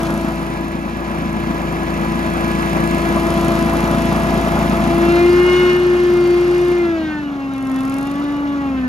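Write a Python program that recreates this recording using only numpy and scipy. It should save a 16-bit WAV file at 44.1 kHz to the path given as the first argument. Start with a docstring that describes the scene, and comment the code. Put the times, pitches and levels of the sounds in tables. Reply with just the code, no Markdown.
"""Rushing air and a throbbing exhaust come first, with the whine of a six-blade fan: a stand-on leaf blower
with a V-twin petrol engine on a driveway, heard from the driver's place by a two-port microphone.
The fan is a stack of sines that flare in housing resonances; exhaust lines and hum are sines, while muffler
puffs, air, jet and valve ticks are coloured noise, all timed by one crankshaft. After five seconds the load
eases: the fan speeds up and its tone swells; then the throttle is pulled back and the pitch sinks."""
import sys
import numpy as np
from scipy import signal
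from scipy.fft import rfft, irfft
from scipy.io import wavfile
from scipy.ndimage import uniform_filter1d

SR = 44100
rng = np.random.default_rng(int(sys.argv[2]) if len(sys.argv) > 2 else 0)


def generate_wav(signal):
    """Clip the signal to [-1, 1] and save it as 16-bit WAV at the path in sys.argv[1]."""
    frames = np.transpose(np.atleast_2d(signal))
    scaled = np.clip(frames, -1, 1) * 32767
    pcm = np.round(scaled).astype(np.int16)
    wavfile.write(sys.argv[1], SR, pcm)


N = 391608
TIME = np.arange(N) / SR
BINS = np.fft.rfftfreq(N, 1 / SR)
BLADES = 6
VEE = 3 / 8  # share of the four-stroke cycle between the two cylinders

# blade-pass tone: [t/s, level/dB]
TONE_LEVEL = [(0, -24.5), (0.8, -31), (3.5, -21), (4.75, -29), (5, -15.5), (5.25, -10), (5.85, -13.5),
              (6.3, -12), (6.85, -15.0), (7.15, -23.5), (7.55, -23), (7.75, -18.5), (8.1, -21), (8.88, -19)]
# lean of that tone before it reaches the ports: [t/s, left minus right level/dB]
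TONE_LEAN = [(0, 3), (2.9, 6), (3.4, 4), (4.5, 8), (5.1, 0.5), (8.88, -1)]
# the fan's octave: [t/s, level/dB]
OCTAVE_LEVEL = [(0, -26.5), (0.9, -46), (2.7, -35), (3.3, -26.5), (5.2, -25), (5.55, -57), (6.3, -35.5),
                (6.8, -37), (6.97, -28), (7.12, -47), (8.3, -37.5), (8.88, -38)]
# whine above the octave, before harmonic balance and housing: [t/s, level/dB]
WHINE_LEVEL = [(0.0, -37.5), (0.8, -41), (1.8, -39.1), (2.4, -33), (4.0, -34.5), (4.8, -37.5), (5.0, -33.5),
               (5.1, -27.5), (5.4, -29), (5.48, -25.5), (5.72, -25.2), (5.8, -32.5), (6.3, -33.5),
               (6.72, -34.5), (6.88, -34), (7.12, -33), (7.3, -44), (7.8, -41), (8.3, -42), (8.88, -39.5)]
# how the machine is running: [t/s, stage: 0 pulling, 1 racing, 2 running down, 3 idling]
RUNNING_STAGE = [(4.95, 0), (5.15, 1), (6.67, 1), (6.79, 2), (7.2, 2), (7.4, 3)]
# balance of the blades' harmonics as the airflow changes:
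# [harmonic number, level/dB pulling, level/dB racing, level/dB running down, level/dB idling]
HARMONIC_BALANCE = [(3, 12, -0.5, 0.5, 13), (4, -19, -5.5, -5.5, 7.5), (5, 2, 2, 4.5, -1),
                    (6, 1, 0.5, 5, 4), (7, 0.5, 1, -4, 8), (8, -2, -1.5, -4, -1), (9, -2.5, -1.5, -3, -1.5),
                    (10, -0.5, -4.5, -0.5, 1), (11, -3.5, 0, -2, -2), (12, 0, 0, -3, -1.5),
                    (13, 2, 2.5, -4, 2), (14, 2, 1, -1, -4), (15, -7.5, 2, -2, -4), (16, -10, -3, -5, -8)]
# how deeply the upper harmonics come and go: [stage, depth/dB]
FADING_DEPTH = [(0, 1.2), (1, 1.5), (2, 2), (3, 3.8)]


def fan(cycle):
    """Blades chop the air at the housing lip; turbulence roughens harmonics that flare in the housing."""
    flutter, fuzz = 0.065, 0.16  # shares of the tone's level; of the harmonics' level and phase (rad)
    scatter = 0.29  # phase drift, opposite at the two ports (rad)
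    angle = 2 * np.pi * 2 * BLADES * cycle
    blade_hz = BLADES * crank_speed()

    lean = amp(np.array([[.5], [-.5]]) * follow(TONE_LEAN))
    lean = lean / np.sqrt((lean ** 2).mean(0))  # leaning keeps the power
    tone = amp(follow(TONE_LEVEL)) * (1 + flutter * drift(rate_hz=35)) * np.cos(angle)
    out = tone * lean

    whine_db = follow(WHINE_LEVEL)
    stage = follow(RUNNING_STAGE)
    wander_db = np.interp(stage, *np.transpose(FADING_DEPTH))
    heights = [amp(follow(OCTAVE_LEVEL))]
    for k, *stage_db in HARMONIC_BALANCE:
        db = whine_db + np.interp(stage, np.arange(len(stage_db)), stage_db)
        depth_db = wander_db * min(k / 10, 1)  # the low harmonics are the steadiest
        fading = amp(depth_db * (drift(rate_hz=13) - 1 / 2))
        heights.append(amp(db) * housing(k * blade_hz) * fading)

    for k, height in enumerate(heights, 2):
        phase = k * angle + 2 * np.pi * rng.random() + fuzz * drift(rate_hz=27)
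        spread = scatter * drift(rate_hz=3.9) * np.array([[1], [-1]])
        out += height * (1 + fuzz * drift(rate_hz=19)) * np.cos(phase + spread)
    return np.sqrt(2) * out


# narrow resonances of the fan housing: [f/Hz, width/Hz, level/dB]
HOUSING_MODES = [(829, 25, -7.5), (892, 13, 2), (1063, 18, -4), (1131, 54, 0), (1343, 68, 5.5),
                 (1434, 10, -1.5), (1510, 62, -0.5), (1678, 68, -3), (1776, 15, -0.5), (1795, 35, -11),
                 (1870, 15, -16), (2087, 57, -2), (2152, 18, -2.5), (2200, 200, -9.5), (2435, 16, -3.5),
                 (2634, 76, -7.5), (2738, 44, -5), (2866, 42, -2), (3100, 85, -15), (3400, 85, -12),
                 (3610, 80, -14.5), (3770, 38, -12), (4150, 100, -17), (4290, 60, -23), (4570, 19, -18),
                 (4940, 40, -19.5), (5287, 330, -31), (5630, 43, -19.5)]


def housing(hz):
    """Resonances add their powers; gives the gain at the frequencies hz."""
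    grid = np.arange(0, SR / 2, 2)
    power = sum(amp(db) ** 2 / (1 + (2 * (grid - f) / width) ** 2) for f, width, db in HOUSING_MODES)
    return np.interp(hz, grid, np.sqrt(power))


# exhaust lines, relative to the exhaust level:
# [multiple of the cycle rate, level/dB pulling, level/dB running light, level/dB throttle shut]
FIRING_LINES = [(3, -15, -22, -5.5), (4, -21, -33, -14), (5, -13.5, -5.5, -21.5), (6, -6, -18.5, -13),
                (7, -7.5, -18.5, -13.5), (8, -7.5, -11.5, -7.5), (9, -15, -22, -9), (10, -16, -23, -12),
                (11, -25.5, -15, -23), (13, -45, -21.5, -24), (14, -40, -23.5, -24)]
# colour of the muffler noise: [f/Hz, relative level/dB per Hz]
MUFFLER_COLOUR = [(20, -40), (45, -18.5), (100, -7.5), (125, -7), (160, -2.5), (215, 3.5), (260, 2.5),
                  (305, -4), (375, -1.5), (440, -16), (700, -43)]
# how exhaust and hum follow the roar:
# [level/dB, dB per dB of roar, dB added running light, dB added throttle shut]
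EXHAUST_FOLLOWS = (-19.5, 0.99, 0.05, 1)
HUM_FOLLOWS = (-26.5, 1, 0.5, -7.5)
# the hum fades as the crankshaft slows: [speed/(turns/s), added level/dB]
HUM_FADE = [(46, -4.5), (55, -0.5)]


def exhaust(cycle):
    """Two unevenly spaced firings a cycle give lines and puffs of muffler noise; each crank turn hums."""
    uneven, hum_waver = 0.11, 0.053  # shares of the level that wander
    far_cylinder = 0.68  # strength of the weaker cylinder in the lines
    smear = 0.73  # random phase offset of each line (rad, rms)
    throb, throb_width, second = 0.66, 0.15, 0.13  # puff height, width (cycles), share of the second puff
    load = follow(ENGINE_LOAD)
    pulling, shut = np.clip(load, 0, 1), np.clip(-load, 0, 1)

    strength, lines = 1 + uneven * drift(rate_hz=42), np.zeros(N)
    for k, pulling_db, light_db, shut_db in FIRING_LINES:
        # the lag between the cylinders sets the phase of their sum
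        pair = np.angle(1 + far_cylinder * np.exp(2j * np.pi * k * VEE))
        db = light_db + pulling * (pulling_db - light_db) + shut * (shut_db - light_db)
        height = amp(db) * (strength + uneven * drift(rate_hz=2.6))
        lines += height * np.cos(2 * np.pi * k * cycle + pair + smear * rng.standard_normal())

    pair_of_puffs = burst(cycle, 0, throb_width) + second * burst(cycle, -VEE, throb_width)
    roar = amp(-2.5) * unit(1 + throb * pair_of_puffs) * noise(MUFFLER_COLOUR)

    hum_db = level(HUM_FOLLOWS) + np.interp(crank_speed(), *np.transpose(HUM_FADE))
    hum = amp(hum_db) * (1 + hum_waver * drift(rate_hz=14)) * np.cos(2 * np.pi * 2 * cycle)
    return amp(level(EXHAUST_FOLLOWS)) * (np.sqrt(2) * lines + roar) + np.sqrt(2) * hum


def burst(cycle, at, width):
    """A smooth bump once in every engine cycle."""
    return np.exp(-.5 * (((cycle - at + .5) % 1 - .5) / width) ** 2)


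# colours of the air in the housing and at the nozzle: [f/Hz, relative level/dB per Hz]
RUSH_COLOUR = [(200, -17.5), (420, -4.5), (520, -0.5), (620, 1), (760, 0), (1050, -3.5), (1280, -0.5),
               (1650, -10), (2000, -12.5), (3000, -37.5)]
HISS_COLOUR = [(1000, -34), (1600, 3.5), (1950, 0.5), (2350, 1), (2700, -2), (3100, -4), (3550, -5),
               (4300, -10), (5200, -11.5), (6200, -13), (7400, -16), (9000, -33), (12000, -51),
               (16000, -40)]
# how rush (before its trim) and hiss follow the roar:
# [level/dB, dB per dB of roar, dB added running light, dB added throttle shut]
RUSH_FOLLOWS = (-24, 1, 0, -0.5)
HISS_FOLLOWS = (-32, 1.15, 4.5, 3.5)


def air(cycle):
    """Turbulent air rushes through the housing and hisses out of the nozzle, chopped by the blades."""
    rush_trim_db, gust_db = 1.0, 1.23
    chop = 0.15  # depth of the blades' chopping, as a share
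    with_whine = 0.13  # dB the hiss swells per dB of whine
    whine_db = follow(WHINE_LEVEL)
    swell_db = with_whine * (whine_db - whine_db.mean())
    blades = unit(1 + chop * np.cos(2 * np.pi * 2 * BLADES * cycle))
    rush_db = level(RUSH_FOLLOWS) + rush_trim_db + gust_db * drift(rate_hz=14)
    rush = amp(rush_db) * noise(RUSH_COLOUR)
    hiss_db = level(HISS_FOLLOWS) + swell_db + gust_db * drift(rate_hz=33)
    hiss = amp(hiss_db) * noise(HISS_COLOUR)
    return blades * (rush + hiss)


# colour of the jet at the nozzle: [f/Hz, relative level/dB per Hz]
JET_COLOUR = [(600, -28), (880, 8), (1080, -10.5), (1400, -22.5), (1750, -11.5), (1950, 2.5), (2400, 3.5),
              (2700, -2.5), (3100, -32)]
# how the jet follows the roar, with the microphone on the lawn:
# [level/dB, dB per dB of roar, dB added running light, dB added throttle shut]
JET_FOLLOWS = (-33.5, 1.4, -1.5, 5)


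def jet(cycle):
    """The jet tears at the air in gusts, throbbing once a cycle, as the microphone turns to the lawn."""
    gust_db, throb = 0.5, .35  # gust depth (dB rms), throb depth (share)
    pulses = unit(1 + throb * np.cos(2 * np.pi * cycle))
    gain = amp(level(JET_FOLLOWS) + gust_db * drift(rate_hz=50))
    return follow(MIC_AIM) * pulses * gain * noise(JET_COLOUR)


# colour of the valve gear: [f/Hz, relative level/dB per Hz]
VALVE_COLOUR = [(1500, -17), (3200, -1.5), (4300, -5.5), (6000, -3.5), (7300, -1.5), (8600, 2),
                (9500, -1.5), (10700, -6), (12000, -6), (13300, -9.5), (14500, -5), (16000, -11.5)]
# valve gear before its trim: [t/s, level/dB]
VALVE_GEAR_LEVEL = [(0, -40.5), (0.85, -53), (1.7, -49), (2.3, -44), (3.4, -39), (5.6, -43), (5.85, -47.5),
                    (6.7, -46.5), (7.0, -70), (7.42, -77), (7.55, -54.5), (7.8, -47.5), (8.0, -47.5),
                    (8.4, -62), (8.88, -82)]


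def valves(cycle):
    """Valve gear ticks sharply on one cylinder and rasps on the other, with a closing tap, over a sizzle."""
    trim_db, vary_db = 2.0, 1.1  # level trim; rms spread of tick sizes
    main, second, second_width = 4.1, 0.59, 0.048  # tick and rasp heights against the sizzle; width (cycles)
    closing, closing_at = 0.37, 0.22  # tap height, and its place in the cycle
    light_boost, second_boost = 1.9, 2.0  # gains reached at low speed
    number = np.floor(cycle + 1 / 2).astype(int)
    size = amp(vary_db * rng.standard_normal((2, 512)))[:, number % 512]
    idling = np.interp(crank_speed(), [46, 54], [1, 0])  # by turns per second
    slow = light_boost ** idling
    rasp = second * second_boost ** idling * burst(cycle, -VEE, second_width)
    tap = closing * knock(cycle, closing_at)
    ticks = main * size[0] * knock(cycle, 0) + size[1] * (rasp + tap)
    shape = unit(1 / slow + slow * ticks)  # at low speed the ticks stand out from the sizzle
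    return amp(follow(VALVE_GEAR_LEVEL) + trim_db) * shape * noise(VALVE_COLOUR)


def knock(cycle, at):
    """A quick rise and a slower fall once in every engine cycle, peak 1."""
    rise, fall = .02, .06  # shares of the engine cycle
    since = (cycle - at + rise) % 1
    return np.minimum(since / rise, 1) * np.exp(-np.maximum(since - rise, 0) / fall)


# speed that throttle and load ask of the crankshaft: [t/s, speed/(turns/s)]
ASKED_SPEED = [(0, 55.35), (0.45, 55.35), (1.1, 55.654), (2.68, 55.657), (3.18, 55.99), (3.9, 55.87),
               (4.75, 56.24), (5.03, 56.53), (5.45, 59.684), (5.59, 59.918), (6.3, 58.495), (6.77, 58.987),
               (7.09, 51.312), (7.38, 45.963), (7.77, 43.773), (8.26, 48.228), (8.59, 47.212),
               (8.88, 41.647)]


def crank_speed():
    """Turns per second; the weight of fan and flywheel rounds off changes of speed."""
    inertia_s = .16
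    return uniform_filter1d(follow(ASKED_SPEED), round(inertia_s * SR), mode="nearest")


def engine_cycle():
    """Count of four-stroke cycles, two crank turns each and never quite even."""
    wobble = 0.00091  # rms share of the speed
    tick_at_s = 7.941  # a moment at which the louder cylinder's valve ticks
    cycle = np.cumsum(crank_speed() * (1 + wobble * drift(rate_hz=10.1))) / SR / 2
    return cycle - np.interp(tick_at_s, TIME, cycle)


# the roar as the microphone moves about the machine and the engine eases: [t/s, level/dB]
ROAR_LEVEL = [(0, -3), (0.85, -7), (1.2, -4.5), (1.9, -3.5), (3.2, -0.5), (4.85, 0.34), (5.68, -4.5),
              (5.82, -6.5), (6.7, -7.5), (7.1, -11.5), (7.5, -14), (8.05, -10), (8.88, -12.5)]
# engine load: [t/s, load: 1 pulling, 0 running light, -1 throttle shut]
ENGINE_LOAD = [(0, 0.94), (5.1, 0.96), (5.7, -0.22), (6.7, 0.08), (6.9, -0.74), (7.25, -0.72),
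               (7.5, -0.025), (8.35, -0.45), (8.65, -0.85), (8.88, -1.2)]


def level(law):
    """A layer's level in dB, from the roar and the engine load."""
    db, slope, light_db, shut_db = law
    load_db = np.interp(follow(ENGINE_LOAD), [-1, 0, 1], [shut_db, light_db, 0])
    return db + slope * follow(ROAR_LEVEL) + load_db


# how alike noise is at the two ports: [f/Hz, likeness 0-1]
NOISE_LIKENESS = [(50, 1), (300, 0.97), (700, 0.72), (1400, 0.71), (2000, 0.79), (2600, 0.94), (3300, 0.59),
                  (7300, 0.62), (7750, 1), (8700, 1), (9900, 0.2), (10700, 0.95), (12300, 0.92),
                  (13200, .45), (14000, 1)]


def noise(colour):
    """Coloured noise of rms 1 as it reaches the two ports, partly alike."""
    a, b = rfft(rng.standard_normal((2, N)))
    alike = at_hz(NOISE_LIKENESS, BINS)
    pair = np.array([a, alike * a + np.sqrt(1 - alike ** 2) * b])
    return unit(irfft(pair * amp(at_hz(colour, BINS)), N))


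def drift(rate_hz):
    """Smooth chance of about rms 1, whose changes weaken above rate_hz."""
    count = 4096
    f = np.fft.rfftfreq(count, TIME[-1] / count)
    slow = irfft(rfft(rng.standard_normal(count)) / (1 + (f / rate_hz) ** 2))
    return np.interp(TIME, np.linspace(0, TIME[-1], count), unit(slow))


def amp(db):
    """Decibels to gain."""
    return 10 ** (np.asarray(db) / 20)


def unit(x):
    """Scales to rms 1."""
    return x / np.sqrt(np.mean(abs(x) ** 2) + 1e-20)


def follow(table):
    """Reads a time table sample by sample."""
    return np.interp(TIME, *np.transpose(table))


def at_hz(points, hz, axis=1):
    """Reads one column of a spectrum on a log-frequency axis."""
    columns = np.transpose(points)
    return np.interp(np.log(hz + 1), np.log(columns[0]), columns[axis])


def scene():
    """Fan, exhaust, air, jet and valves are all timed by one crankshaft."""
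    cycle = engine_cycle()
    return fan(cycle) + exhaust(cycle) + air(cycle) + jet(cycle) + valves(cycle)


def ports(x, table):
    """The two microphone ports shift phase and level by frequency."""
    half = amp(at_hz(table, BINS, axis=2) / 2) * np.exp(.5j * at_hz(table, BINS))
    return irfft(rfft(x) * np.array([half, 1 / half]), N)


# where the microphone points: [t/s, aim: 0 down at the machine, 1 out over the lawn]
MIC_AIM = [(0, 0), (.5, 0.91), (2.9, 0.89), (3.4, 0.31), (4.9, 0.5), (5.6, 0.0058), (8.88, 0.37)]
# the two ports, aimed at the machine and at the lawn: [f/Hz, left lead/rad, left minus right level/dB]
MACHINE_PORTS = [(20, 0, -1.5), (350, 0.34, 2), (680, -0.5, 0.5), (1200, 0.68, -0.5), (1590, 1.4, -0.5),
                 (1794, 3.5, -5), (2240, 4.5, 3.5), (2850, 6.5, 0), (3380, 7, 1.5), (5300, 7, 5),
                 (6640, 5.5, -1.5), (7800, 3, 4.5), (8970, 3, 3.5), (10500, 0.5, -2), (12400, -1, 0.5),
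                 (13900, -3, -0.5)]
LAWN_PORTS = [(20, 0, -0.5), (348, 0.68, 2), (680, 1.14, 4.5), (1070, 1.44, 2), (1390, 3, -2),
              (1746, 4, -9), (1890, 4.5, 1.5), (2510, 6.5, -3), (3560, 9, 2.5), (4570, 6, -0.5),
              (6180, 8.5, 0.5), (7400, 4, 0), (7860, 3.5, -3.5), (10400, 1, 0.5), (12500, 0.5, 0),
              (13850, -3, 0)]


def record(dry):
    """The microphone swings between machine and lawn; then the band limit."""
    edge_hz = 15800
    aim = follow(MIC_AIM)
    heard = (1 - aim) * ports(dry, MACHINE_PORTS) + aim * ports(dry, LAWN_PORTS)
    low_pass = signal.firwin(511, edge_hz, window=("kaiser", 9), fs=SR)
    return signal.oaconvolve(heard, low_pass[None], "same")


dry = scene()
out = record(dry)
generate_wav(out)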